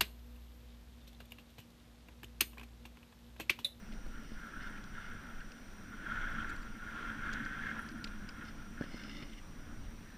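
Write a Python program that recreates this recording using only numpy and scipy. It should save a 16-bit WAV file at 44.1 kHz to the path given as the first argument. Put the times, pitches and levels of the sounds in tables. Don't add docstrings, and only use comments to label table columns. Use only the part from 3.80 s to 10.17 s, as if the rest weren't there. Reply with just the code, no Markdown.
import sys
import numpy as np
from scipy import signal
from scipy.fft import rfft, irfft, next_fast_len
from scipy.io import wavfile
from scipy.ndimage import uniform_filter1d, map_coordinates

SR = 44100
rng = np.random.default_rng(int(sys.argv[2]) if len(sys.argv) > 2 else 0)


def dump(signal):
    limited = np.clip(np.atleast_2d(signal).T, -1, 1)
    pcm = np.round(limited * 32767).astype(np.int16)
    wavfile.write(sys.argv[1], SR, pcm)


N = 281057

# (per Hz, relative)
HISS_SPECTRUM = [(60, -46), (100, -19), (217, 2), (352, -13), (831, -18), (1660, -17.5), (4730, -29.5),
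                 (5720, -27), (6220, -33.5), (9000, -37), (12700, -42.5), (13300, -41), (14200, -37.5),
                 (16000, -43)]
# cycles_per_frame, level_db (rms)
WHINES = [(195.29, -72.5), (292.88, -78), (488.22, -79.7)]
# start_s, drone_db, top_mode_db, rumble_db, shudder_db
CHAIR_LEVELS = [(0.0, -59, -74, -45.5, -65), (0.37, -62.5, -69, -41.5, -61), (0.67, -70, -61.5, -48, -66),
                (1.1, -58, -66, -49, -58), (1.61, -65, -77, -49, -63), (2.06, -65.5, -65, -54, -60),
                (2.52, -50.5, -57.5, -43.5, -61), (3.05, -60.5, -60.5, -48, -59),
                (3.25, -57, -56, -47, -59), (3.55, -50, -55.5, -45.5, -59),
                (3.94, -50.5, -59.5, -53.5, -65), (4.31, -53, -62, -47, -56.5),
                (4.67, -54, -60.5, -52.5, -58), (4.9, -52, -62, -47.5, -60),
                (5.38, -58.5, -55.5, -48.5, -64), (5.73, -64.5, -69, -50, -57.5),
                (6.0, -54.5, -57.5, -43.5, -52.5), (6.37, -63, -70, -55, -61.5)]
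# freq_hz, width_hz, gain_db
FRAME_MODES = [(151, 62, -9.5), (224.4, 32, 2), (281, 68, -8)]
# (per Hz, relative)
RUMBLE_SPECTRUM = [(4.7, -33), (8.0, -7), (24, -4), (34, -10), (45, -13), (59, -24.5), (70, -35), (91, -66),
                   (150, -120)]
# start_s, burst_db, ring_hz, ring_q, length_s, dull_part_db, upper_part_db (near 7 kHz)
BUCKLE_TICKS = [(0.122, -57, 3880, 2.5, .002, 16, -11), (0.135, -56, 4200, 2.5, 0.003, 7, 1),
                (.976, -52, 3300, 3, .0025, 11, -14), (1.039, -52, 4800, 2, 0.0022, 1.5, -4),
                (1.605, -58, 4380, 2.5, 0.0028, 14, -14), (1.719, -50, 5030, 2.3, 0.0018, 4, -13),
                (2.692, -54.5, 4590, 5, 0.014, 11, 2.5), (2.76, -53, 4600, 8.8, .007, 2, -2),
                (2.819, -52, 4610, 9, .014, -4, -10), (3.53, -46.5, 4550, 1.2, 0.0088, 6, -5),
                (3.65, -46, 5260, 4, 0.0034, 4, -13), (4.088, -44, 5000, 3.3, .0026, 0, -10),
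                (4.115, -55, 4700, 5, .003, 6, -11), (4.2418, -32.5, 4640, 5, 0.0054, 2, -13.5),
                (4.273, -46, 4280, 3.6, 0.0037, 3, -10), (4.489, -39.5, 4880, 5, 0.004, 0, -13),
                (5.236, -48, 5040, 5.14, 0.0028, 8, -14), (5.32, -56, 5100, 5, 0.0027, 4, -16),
                (5.357, -54, 5050, 5, 0.0034, 6, -18), (5.532, -41, 2980, 5, .0052, -14, -22)]
# start_s, onset_db (noise before its resonances)
FABRIC_RUSTLES = [(3.99, -53), (4.0183, -53), (4.06, -56), (4.118, -56), (4.177, -59)]
# freq_hz, width_hz, gain_db
POLE_MODES = [(565, 69, -2.5), (1280, 250, -6.5), (2100, 250, 3.5), (2890, 390, -1.5), (3540, 120, -3),
              (4335, 120, -5), (5140, 290, -4), (5400, 450, -10.5), (7360, 140, -34)]
# start_s, length_s, slip_force_db, lower_modes_db (re the upper modes)
POLE_STROKES = [(0.426, 0.12, -50, -1), (.8, 0.076, -47, 0.5), (1.15, .12, -56, 8.5),
                (4.651, .04, -42, -5.5), (5.033, 0.074, -44.5, -4), (5.13, 0.14, -40, -3.5),
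                (5.3, .135, -42, 2), (5.457, 0.087, -47.5, -0.5), (5.575, 0.014, -47.5, 2)]
# start_s, thump_db, pole_ring_db, push_s
KNOCK_BLOWS = [(0.126, -54, -38.5, .0015), (0.263, -44, -47, 0.0014), (0.518, -35.5, -60, 0.003),
               (5.01, -26.5, -36, 0.0019), (5.017, -34.5, -48, 0.0016), (5.039, -38, -37, 0.0015),
               (5.143, -35, -48, 0.0023), (5.279, -37.5, -41, .003), (5.424, -38, -33, 0.0031),
               (5.432, -36, -35, 0.0032)]
# start_s, level_db (before its fluctuations), strand_hz (centre of its wander)
WHIRR_COURSE = [(0, -63, 1459), (.3, -64, 1406), (.35, -53.5, 1426), (.5, -65.5, 1440), (.6, -52.5, 1436),
                (.88, -50, 1460), (1.1, -56.5, 1467), (1.18, -50.5, 1450), (1.35, -51, 1461),
                (1.55, -54.5, 1464), (1.68, -58.5, 1456), (1.9, -64, 1449), (2.23, -50, 1454),
                (2.33, -41.5, 1459), (2.62, -43, 1458), (2.96, -54, 1432), (3.16, -41.5, 1434),
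                (3.31, -42.5, 1414), (3.37, -48, 1463), (3.47, -41.5, 1468), (3.72, -43, 1533),
                (3.88, -42, 1580), (3.99, -44.5, 1398), (4.12, -52, 1460), (4.33, -52, 1424),
                (4.42, -55.5, 1467), (4.62, -51, 1435), (4.74, -61.5, 1466), (4.82, -56.5, 1400),
                (4.91, -66.5, 1433), (5.03, -46, 1510), (5.08, -58, 1475), (5.25, -54.5, 1456),
                (5.6, -88, 1513), (5.88, -59.5, 1453), (6.15, -74, 1516), (6.37, -62.5, 1600)]
# freq_hz, width_hz, gain_db
LOWER_HOLLOWS = [(1391, 152, -3.5), (1493, 65, -5.5)]
# freq_hz, width_hz, gain_db
UPPER_HOLLOWS = [(1579, 320, -3), (1880, 95, -16.5), (2107, 39, -9.5)]
# freq_hz, width_hz, gain_db
SKIRT_MODES = [(86, 160, -12), (605, 2800, -31.5), (1150, 360, -17.5)]
# (per Hz, relative)
FIZZ_SPECTRUM = [(1290, -5.5), (2200, -2), (2900, -7), (3280, -0.5), (4540, -31), (5850, -19.5),
                 (6170, -20), (8000, -45), (10400, -70), (17600, -120)]

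HISS_DB = -55
FRAME_RATE = 30000 / 1001
ROLL_HZ, TOP_HZ = 14960, 15843
TICK_T60_S, THIN_DB = 0.013, -18
RUSTLE_S = .012
STROKE_RISE_S, STROKE_FALL_S = 0.023, .015
MID_HZ, SHOULDER_DB, SHOULDER_DB_PER_HZ = 1448, -2.5, 0.05
LOUD_DB, FIZZ_DB, FIZZ_GROWS = -45.5, -60, 0.96
FIZZ_DB_PER_HZ = -0.0005


def amp(db):
    return 10 ** (np.asarray(db) / 20)


def unit(x):
    return x / np.sqrt(np.mean(x ** 2) + 1e-20)


def curves(rows):
    s, *cols = np.transpose(rows)
    return [np.interp(np.arange(N) / SR, s, c) for c in cols]


def wobble(rate):
    knots = rng.standard_normal(int(N * rate / SR) + 4)
    return map_coordinates(knots, [np.arange(N) * rate / SR])


def filtered(x, response):
    m = next_fast_len(N + SR // 2)
    return irfft(rfft(x, m) * response(np.fft.rfftfreq(m, 1 / SR)), m)[:N]


def sloped(points):
    f, db = np.transpose(points)
    return lambda hz: amp(np.interp(np.log(hz + 1), np.log(f + 1), db, -120, -120))


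def resonant(modes, order=1):
    def mode_response(f, centre, width):
        return 1j * f * width / (centre * centre - f * f + 1j * f * width)

    return lambda f: sum((-1) ** k * amp(db) * mode_response(f, centre, width) ** order
                         for k, (centre, width, db) in enumerate(modes))


def noise(patchy_db, grain_db=0.0):
    z = signal.stft(rng.standard_normal(N + 1024), nperseg=512)[2]
    across_frequency = uniform_filter1d(rng.standard_normal(z.shape), 5, 0)
    patches = uniform_filter1d(across_frequency, 8, 1)
    x = signal.istft(z * amp(patchy_db * unit(patches)), nperseg=512)[1][:N]
    return x * amp(grain_db * wobble(300))


def electronics():
    t = np.arange(N) / SR
    hiss = amp(HISS_DB) * unit(filtered(noise(patchy_db=1.3), sloped(HISS_SPECTRUM)))
    frame = (t * FRAME_RATE).astype(int)
    within = t * FRAME_RATE - frame
    whine = sum(np.sqrt(2) * amp(db) * np.sin(2 * np.pi * (cycles * within + rng.random()))
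                for cycles, db in WHINES)
    spark_draw, beep_draw, start = rng.random((frame[-1] + 1, 3))[frame].T
    sparking = (spark_draw < .25) * (within < .08)
    sparks = sparking * amp(-66) * rng.standard_normal(N)
    sparks = filtered(sparks, sloped([(4000, -18), (8000, 0), (16000, 2)]))
    beep_pulse = (beep_draw < .3) * np.sin(np.pi * within) ** 2
    beeps = beep_pulse * amp(-85) * np.sin(2 * np.pi * 11300 * t)
    chirp_level = np.sin(np.pi * within) ** 4 * amp(-67.5 + 2.5 * wobble(5.5))
    chirps = chirp_level * np.sin(2 * np.pi * (5621 * t + start))
    return hiss + whine + sparks + beeps + chirps


def chair():
    drone_db, top_mode_db, rumble_db, shudder_db = curves(CHAIR_LEVELS)
    shake = noise(patchy_db=2.1)
    drone = unit(filtered(shake, resonant(FRAME_MODES[:2], order=2)))
    top_mode = unit(filtered(shake, resonant(FRAME_MODES[2:], order=2)))
    shudder = unit(filtered(rng.standard_normal(N), resonant([(83.0, 69, 0)], order=2)))
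    rumble = unit(filtered(rng.standard_normal(N), sloped(RUMBLE_SPECTRUM)))
    frame = amp(1.3 * wobble(8.1)) * (amp(drone_db) * drone - amp(top_mode_db) * top_mode)
    return frame + amp(shudder_db) * shudder + amp(rumble_db) * rumble


def ticks():
    clicks, t = np.zeros(N + SR), np.arange(SR // 10) / SR
    f = np.fft.rfftfreq(len(t), 1 / SR)
    for s, db, ring_hz, ring_q, length, dull_db, upper_db in BUCKLE_TICKS:
        burst = rng.standard_normal(len(t)) * amp(-60 * np.maximum(t - length, 0) / TICK_T60_S)
        voice = resonant([(2500, 1400, dull_db), (ring_hz, ring_hz / ring_q, 4), (7200, 1600, upper_db),
                          (11500, 6000, upper_db + THIN_DB)], order=2)
        clicks[round(s * SR):][:len(t)] += amp(db) * irfft(rfft(burst) * voice(f), len(t))
    rustle = np.zeros(N + SR)
    for s, db in FABRIC_RUSTLES:
        rustle[round(s * SR):][:len(t)] += amp(db) * np.exp(-t / RUSTLE_S) * rng.standard_normal(len(t))
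    return clicks[:N] + filtered(rustle[:N], resonant([(9680, 1700, 2), (12700, 1540, -11)], order=2))


def pole_strokes():
    slips = unit(noise(patchy_db=1.0, grain_db=3.0) * amp(0.87 * wobble(70)))
    clock = np.arange(N) / SR
    upper_force, lower_force = np.zeros(N), np.zeros(N)
    for s, length, force_db, lower_db in POLE_STROKES:
        corners = [s - STROKE_RISE_S, s, s + length, s + length + STROKE_FALL_S]
        shape = np.interp(clock, corners, [0, 1, 1, 0])
        upper_force += amp(force_db) * shape
        lower_force += amp(force_db + lower_db) * shape
    out = np.zeros(N)
    for mode in POLE_MODES:
        force = upper_force if mode[0] > 4000 else lower_force
        out += amp(1.8 * wobble(14)) * filtered(force * slips, resonant([mode], order=2))
    rasp = filtered(lower_force * slips, resonant([(2920, 1900, 0)], order=2))
    return out + amp(-14) * rasp


def knocks():
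    blows, thumps, t = np.zeros(N + SR), np.zeros(N + SR), np.arange(SR // 10) / SR
    for s, thump_db, ring_db, push_s in KNOCK_BLOWS:
        at = round(s * SR)
        blows[at:][:len(t)] += amp(ring_db - 60 * t / 0.028) * rng.standard_normal(len(t))
        u = t / push_s
        thumps[at:][:len(t)] += amp(thump_db) * u * (2 - u) * np.exp(-u)
    seat = resonant([(266, 118, 15.6), (570, 127, 17.2), (850, 230, 10.9)])
    return filtered(blows[:N], resonant(POLE_MODES)) + filtered(thumps[:N], seat)


def whirr():
    level_db, strand_hz = curves(WHIRR_COURSE)
    level_db = level_db + 0.66 * wobble(9.9)
    above_mid_hz = strand_hz - MID_HZ
    upper = amp(SHOULDER_DB + SHOULDER_DB_PER_HZ * above_mid_hz)
    flutter = amp(level_db + 0.41 * wobble(24.83)) / np.sqrt(1 + upper ** 2)
    drive_shape = sloped([(900, -45), (1230, -8.0), (1310, 0.5), (20000, 3)])
    drive = filtered(noise(patchy_db=-1.5, grain_db=3.5), drive_shape)
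    low = unit(filtered(drive, resonant(LOWER_HOLLOWS, order=2)))
    high = unit(filtered(drive, resonant(UPPER_HOLLOWS, order=2)))
    phase = 2 * np.pi * np.cumsum(strand_hz + 15 * wobble(12)) / SR
    strand = unit(wobble(60) * np.sin(phase) + wobble(60) * np.cos(phase))
    skirt = unit(filtered(noise(patchy_db=2.0), resonant(SKIRT_MODES, order=2)))
    fizz = unit(filtered(noise(patchy_db=0.6, grain_db=2.5), sloped(FIZZ_SPECTRUM)))
    fizz_db = FIZZ_DB + FIZZ_GROWS * (level_db - LOUD_DB)
    fizz_db = fizz_db + FIZZ_DB_PER_HZ * above_mid_hz + 0.54 * wobble(15)
    body = amp(-1.0) * low + upper * high + amp(-6.5) * strand + amp(-7.5) * skirt
    return flutter * body + amp(fizz_db) * fizz


def scene():
    return (electronics() + chair() + ticks() + pole_strokes() + knocks() + whirr())[None]


def record(dry):
    def treble(hz):
        fall_db = np.interp(hz, [ROLL_HZ, ROLL_HZ + 60, ROLL_HZ + 400], [0, -17, -30])
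        return (hz < TOP_HZ) * amp(fall_db)

    return filtered(dry[0], treble)[None]


dry = scene()
out = record(dry)
dump(out)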